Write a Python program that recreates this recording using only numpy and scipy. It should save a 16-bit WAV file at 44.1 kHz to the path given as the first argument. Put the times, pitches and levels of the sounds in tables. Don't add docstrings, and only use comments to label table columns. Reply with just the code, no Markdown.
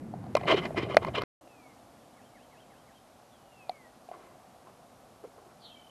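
import sys
import numpy as np
from scipy import signal
from scipy.fft import rfft, irfft
from scipy.io import wavfile
from scipy.ndimage import uniform_filter1d

SR = 44100
rng = np.random.default_rng(int(sys.argv[2]) if len(sys.argv) > 2 else 0)


def generate_wav(signal):
    frames = np.transpose(np.atleast_2d(signal))
    scaled = np.clip(frames, -1, 1) * 32767
    pcm = np.round(scaled).astype(np.int16)
    wavfile.write(sys.argv[1], SR, pcm)


def field_ratio(decibels):
    return 10 ** (np.asarray(decibels, dtype=float) / 20)


N = 260190

# start_s, end_s
SILENCE_S = (1.239, 1.411)
# pitch_hz, width_hz (nominal), relative_db
SHELL_MODES = [(2082, 170, 3), (2407, 110, -3.5), (3007, 360, 1.5), (3746, 360, -5.5), (4140, 300, -5.5),
               (5040, 780, -14)]
# pitch_hz, width_hz (nominal), relative_db
LID_MODES = [(1060, 234, 4), (1290, 264, -4.5), (1520, 270, -15)]


def track(table, column):
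    rows = np.array(table)
    return np.interp(np.arange(N) / SR, rows[:, 0], rows[:, column])


def gate(start_s, end_s, fade_s):
    times = [start_s - fade_s, start_s, end_s, end_s + fade_s]
    return np.interp(np.arange(N) / SR, times, [0, 1, 1, 0])


def unit(x):
    return x / np.sqrt(np.mean(x ** 2))


def ring(x, hz, width_hz):
    b, a = signal.iirpeak(hz, hz / width_hz, fs=SR)
    return signal.lfilter(b, a, signal.lfilter(b, a, x))


def walk(rate_hz):
    hold = int(SR / rate_hz)
    levels = np.repeat(rng.standard_normal(N // hold + 1), hold)
    smooth = uniform_filter1d(uniform_filter1d(levels, hold), hold)
    return unit(smooth[:N])


def air(points, flicker_db, rate_hz):
    hz = np.maximum(np.fft.rfftfreq(N, 1 / SR), 1)
    curve = np.array(points)
    shape_db = np.interp(np.log(hz), np.log(curve[:, 0]), curve[:, 1])
    spectrum = rfft(rng.standard_normal(N)) * field_ratio(shape_db)
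    octave = np.clip(np.log2(hz / 30), 0, 8)
    total = np.zeros(N)
    for k in range(9):
        band = irfft(spectrum * np.clip(1 - abs(octave - k), 0, 1), N)
        total += band * field_ratio(flicker_db * (1 - k / 10) * walk(rate_hz))
    return unit(total)


def wind():
    # pitch_hz, relative_db
    wind_spectrum = [(15, -43), (25, -21.5), (117, 1), (214, 0), (456, -13.5), (676, -15), (1110, -24),
                     (2250, -32), (2570, -36), (5780, -42.5), (12000, -43.5), (13000, -56)]
    # time_s, level_db
    rumble = [(0.0, -44.5), (0.262, -43), (0.676, -37.5), (0.848, -43), (1.098, -40.5), (1.212, -42),
              (1.24, -53)]
    return air(wind_spectrum, 3.2, 9.1) * field_ratio(track(rumble, 1))


def meadow_hum():
    # pitch_hz, relative_db
    hum_spectrum = [(15, -47), (25, -29), (42, -10), (71, -9), (114, -3.5), (169, -4.5), (270, -2.5),
                    (308, -11), (333, -4), (370, -9), (731, 0), (925, -8.5), (1110, -8.5), (1880, -19.5),
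                    (13000, -27.5)]
    # time_s, level_db
    hum_level = [(1.4, -57), (1.8, -56), (3.0, -57), (4.1, -56.5), (5.9, -57)]
    return air(hum_spectrum, 0.9, 8) * field_ratio(track(hum_level, 1))


def drone():
    # pitch_hz, width_hz (of each filter pass), level_db (at the meadow's start), fade_db_per_s
    drone_band = (270, 79, -60.5, -8)
    hz, width_hz, level_db, fade_db_per_s = drone_band
    elapsed_s = np.arange(N) / SR - SILENCE_S[1]
    return unit(ring(rng.standard_normal(N), hz, width_hz)) * field_ratio(level_db + fade_db_per_s * elapsed_s)


def note(hz, level_db):
    return np.sqrt(2) * field_ratio(level_db) * np.sin(2 * np.pi * np.cumsum(hz) / SR)


def chirp(start_s, length_s, from_hz, to_hz, level_db):
    end_s = start_s + length_s
    hz = track([(start_s, from_hz), (end_s, to_hz)], 1)
    return note(hz, level_db) * gate(start_s, end_s, 0.013)


def whistles(patchy_db):
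    # time_s, pitch_hz, level_db
    falling = [
        [(1.41, 2940, -85), (1.522, 2610, -67.5), (1.66, 2214, -68.5), (1.73, 2080, -75)],
        [(3.315, 3600, -76), (3.39, 2990, -74), (3.51, 2850, -76), (3.6, 2630, -63), (3.68, 2400, -70),
         (3.75, 2210, -65), (3.864, 1900, -65), (3.9, 1900, -82)],
    ]
    out = np.zeros(N)
    for whistle in falling:
        tone = note(track(whistle, 1), track(whistle, 2) + patchy_db)
        out += tone * gate(whistle[0][0], whistle[-1][0], 0.013)
    return out


def song(patchy_db):
    # start_s, falling_db, rising_db, closing_db
    phrases = [(2.17, -71, -73, -73), (2.347, -67, -71, -76), (2.52, -66.5, -70, -70),
               (2.70, -68, -71, -74.5), (2.873, -69.5, -73, -72)]
    # offset_s, length_s, from_hz, to_hz
    phrase_notes = [(.006, .032, 2200, 1650), (.052, .036, 2550, 3200), (.085, .024, 3300, 3100)]
    # start_s, length_s, from_hz, to_hz, level_db
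    peeps = [(5.712, 0.022, 2720, 2650, -68.5), (5.76, 0.042, 2312, 2285, -70)]
    out = np.zeros(N)
    for start_s, *levels_db in phrases:
        for (offset_s, *glide), level_db in zip(phrase_notes, levels_db):
            out += chirp(start_s + offset_s, *glide, level_db + patchy_db)
    for *glide, level_db in peeps:
        out += chirp(*glide, level_db + patchy_db)
    return out


def buzzy_call(patchy_db):
    # time_s, pitch_hz, level_db, sweep_hz (to either side)
    buzz = [(5.6, 4700, -70, 200), (5.62, 4420, -59, 330), (5.66, 3950, -57.5, 400), (5.70, 3500, -62, 330),
            (5.725, 3290, -62, 100), (5.75, 3210, -80, 60)]
    # time_s, pitch_hz, level_db (at the beat's positive peak), depth_db, sweep_hz (to either side)
    trill = [(5.605, 3450, -68, 8, 246), (5.64, 3250, -65, -1, 196), (5.70, 3130, -60, 1, 150),
             (5.73, 3230, -54, 6, 80), (5.78, 3090, -56.5, 15, 59.9), (5.9, 3045, -60, 16, 60)]
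    flutter = np.sin(2 * np.pi * np.cumsum(160 + 45 * walk(90)) / SR)
    call = note(track(buzz, 1) + track(buzz, 3) * flutter, track(buzz, 2) + patchy_db)
    beat = np.cos(2 * np.pi * 40.5 * (np.arange(N) / SR - 5.724))
    trill_db = track(trill, 2) + track(trill, 3) * (beat - 1)
    under = note(track(trill, 1) + track(trill, 4) * flutter, trill_db)
    return call * gate(buzz[0][0], buzz[-1][0], 0.006) + under * gate(trill[0][0], trill[-1][0], 0.006)


def birds():
    patchy_db = 2.75 * walk(45)
    direct = whistles(patchy_db) + song(patchy_db) + buzzy_call(patchy_db)
    t = np.arange(SR // 4) / SR
    echo = rng.standard_normal(len(t)) * 1000. ** (-t / 0.41)
    echo /= np.sqrt(np.sum(echo ** 2))
    return direct + field_ratio(-8) * signal.fftconvolve(direct, echo)[:N]


def rub(modes, slips_per_s, flutter_db):
    rows = []
    for hz, width_hz, level_db in modes:
        happens = rng.random(N) < slips_per_s / SR
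        slips = happens * rng.standard_normal(N) * field_ratio(flutter_db * walk(70))
        rows.append(field_ratio(level_db) * unit(ring(slips, hz, width_hz)))
    return np.array(rows)


def scrapes():
    # peak_s (greatest pressure), length_s (between the -13.5 dB points of pressure),
    # hollow_db (at the peak), brightness_db (shell over hollow, before the low-contact loss), favoured_hz
    scrape_table = [(0.37, 0.023, -32, -5.5, 2300), (0.401, 0.052, -49.5, -4, 2250),
                    (0.438, 0.036, -44, -6, 2080), (0.485, 0.052, -29, -0.5, 2690),
                    (0.514, 0.064, -26.5, -1, 2810), (0.576, 0.054, -36, 2, 2800),
                    (0.634, 0.065, -39, -4.5, 2140), (0.656, 0.035, -41, 1, 2170),
                    (0.78, 0.057, -34.5, -0.4, 2330), (0.83, 0.057, -42, 2.5, 2550),
                    (0.867, .03, -38.5, -19, 2830), (0.912, 0.082, -38, -5, 2520),
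                    (0.985, 0.032, -37.5, -22, 2550), (1.028, 0.054, -39.5, -8, 2550),
                    (1.076, 0.049, -37.5, -9, 2160), (1.157, 0.045, -36.5, 4, 2860),
                    (1.183, 0.034, -31.5, -4.5, 3000), (1.217, 0.033, -36.5, -4, 2050),
                    (4.135, 0.064, -55, -4, 1130), (4.227, 0.26, -59.5, -4, 1500),
                    (4.67, .1, -61.5, -3.5, 1100), (5.245, 0.029, -48.5, -15, 1150),
                    (5.378, 0.056, -53, -28, 1400), (5.465, .05, -59, -27, 1500),
                    (5.511, 0.083, -61.5, -4, 1100)]
    # pitch_hz, width_hz (of each filter pass), relative_db
    hollow_modes = [(385.6, 174, 2.5), (643, 233, 0.5)]
    # pitch_hz, width_hz (of each filter pass), relative_db
    grit_modes = [(1810, 1520, 1), (5020, 790, -16), (7500, 4800, -38)]
    rise_share, edge_db, edge_power = 0.36, -13.5, 1.68
    shell_slope, lid_slope, hollow_slope = 1.44, 1.41, 0.84
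    shell, grit = rub(SHELL_MODES, 3500, 1.6), sum(rub(grit_modes, 3500, 2.5))
    lid, hollow = unit(sum(rub(LID_MODES, 1200, 2.4))), unit(sum(rub(hollow_modes, 700, 1.6)))
    out, modes = np.zeros(N), np.array(SHELL_MODES)
    for peak_s, length_s, hollow_db, bright_db, hz in scrape_table:
        i = np.arange(int((peak_s - length_s) * SR), int((peak_s + 2 * length_s) * SR))
        lag = (i / SR - peak_s) / length_s
        press_db = edge_db * np.maximum(-lag / rise_share, lag / (1 - rise_share)) ** edge_power
        favour = field_ratio(-17.5 * abs(np.log2(hz / modes[:, 0])))
        sung = favour @ shell[:, i] / np.sqrt(np.sum((favour * field_ratio(modes[:, 2])) ** 2))
        sung = sung * min(hz / modes[0, 0], 1) ** 2
        out[i] += field_ratio(hollow_db + bright_db + shell_slope * press_db) * (sung + field_ratio(-6) * grit[i])
        lid_db = hollow_db + 4 + 0.45 * bright_db - 4.5 * np.log2(hz / 1100)
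        out[i] += field_ratio(lid_db + lid_slope * press_db) * lid[i]
        out[i] += field_ratio(hollow_db + hollow_slope * press_db) * hollow[i]
    return out


def knocks():
    # start_s, peak_db (cavity), cavity_hz (follows the grip), t60_s, hardness_db (shell over cavity)
    knock_table = [(0.1382, -29, 730, 0.021, -30), (0.2404, -38, 750, 0.019, -18),
                   (0.2655, -36.5, 720, 0.023, -17), (0.3517, -10, 590, 0.021, -9),
                   (0.3684, -28, 605, 0.013, -14), (0.412, -30.5, 732, 0.025, -10),
                   (0.434, -31, 624, 0.021, -6), (0.4554, -26.5, 705, 0.015, -19),
                   (0.5273, -14, 636, 0.0061, -15), (0.5434, -15.5, 400, 0.037, -13.5),
                   (0.5781, -27.5, 363, 0.084, -4), (0.6545, -29, 594, 0.012, -1.5),
                   (0.7068, -26, 610, 0.015, -36), (0.7458, -30.5, 670, 0.021, -30),
                   (0.7769, -27, 336, 0.095, -2), (0.8317, -24.5, 328, 0.024, -9),
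                   (0.8989, -28, 636, 0.032, -17.5), (0.9452, -18.5, 603, 0.011, -6),
                   (0.9683, -3, 625, 0.016, -3), (0.9764, -24.5, 686, 0.017, -3.5),
                   (1.0298, -30, 955, 0.015, -7.5), (1.0475, -21.5, 960, 0.0071, -1.5),
                   (1.0679, -28, 382, 0.0089, -11.5), (1.0837, -28.5, 630, 0.034, -4),
                   (1.1848, -33.5, 640, 0.045, -8.5), (1.2192, -32.5, 548, 0.026, 8),
                   (1.2344, -24.5, 353, 0.0062, -6), (1.4742, -42, 660, 0.014, -10.5),
                   (3.6942, -22.5, 730, 0.03, -15.5), (3.7161, -46, 720, 0.017, -11),
                   (4.088, -36.5, 710, 0.03, -19), (4.1142, -32.5, 710, 0.025, -21),
                   (5.239, -39, 451, 0.057, -27), (5.249, -35.5, 482, 0.028, -28),
                   (5.2739, -47, 400, 0.024, -20), (5.3802, -49, 467, 0.023, -17)]
    # start_s, peak_db
    ticks = [(0.3509, -29), (0.3687, -28), (0.9682, -16), (3.6942, -31.5)]
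    # pitch_hz, width_hz (of each filter pass), relative_db
    snap_modes = [(4020, 2300, 6.5), (7330, 4500, -11), (9600, 7500, -11)]
    length = 4096
    out, t = np.zeros(N + length), np.arange(length) / SR

    def add(start_s, peak_db, part):
        i = int(start_s * SR)
        out[i:i + length] += field_ratio(peak_db) * part / abs(part).max()

    def new_contact():
        return rng.standard_normal(length) * t * np.exp(-t / 0.0005)

    def snap(contact):
        return sum(field_ratio(db) * ring(contact, hz, width_hz) for hz, width_hz, db in snap_modes)

    for start_s, peak_db, cavity_hz, t60_s, hardness_db in knock_table:
        contact = new_contact()
        rise_s = 0.0011 * (650 / cavity_hz) ** 0.55
        decay = 1000. ** (-t / t60_s)
        add(start_s, peak_db, -np.sin(2 * np.pi * cavity_hz * t) * decay * (1 - np.exp(-t / rise_s)))
        tilt = 0.93 + 0.12 * hardness_db
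        shell = np.zeros(length)
        for hz, width_hz, db in LID_MODES + SHELL_MODES:
            shell += field_ratio(db) * ring(contact, hz, 2 * width_hz) / width_hz * (1000 / hz) ** tilt
        add(start_s, peak_db + hardness_db, shell)
        add(start_s, peak_db + 2 * hardness_db - 13, snap(contact))
    for start_s, peak_db in ticks:
        add(start_s, peak_db, snap(new_contact()))
    return out[:N]


def scene():
    on_track = gate(0, SILENCE_S[0], 0.00055)
    in_meadow = gate(SILENCE_S[1], N / SR, 0.0015)
    background = wind() * on_track + (meadow_hum() + drone()) * in_meadow
    mix = background + birds() + scrapes() + knocks()
    return (mix * (on_track + in_meadow))[None]


def band_limit(x):
    return signal.sosfilt(signal.butter(12, 13160, fs=SR, output="sos"), x)


def record(dry):
    low_pass = signal.ellip(8, 0.2, 70, 12900, fs=SR, output="sos")
    mix = signal.sosfilt(low_pass, dry)
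    return band_limit(mix)


dry = scene()
out = record(dry)
generate_wav(out)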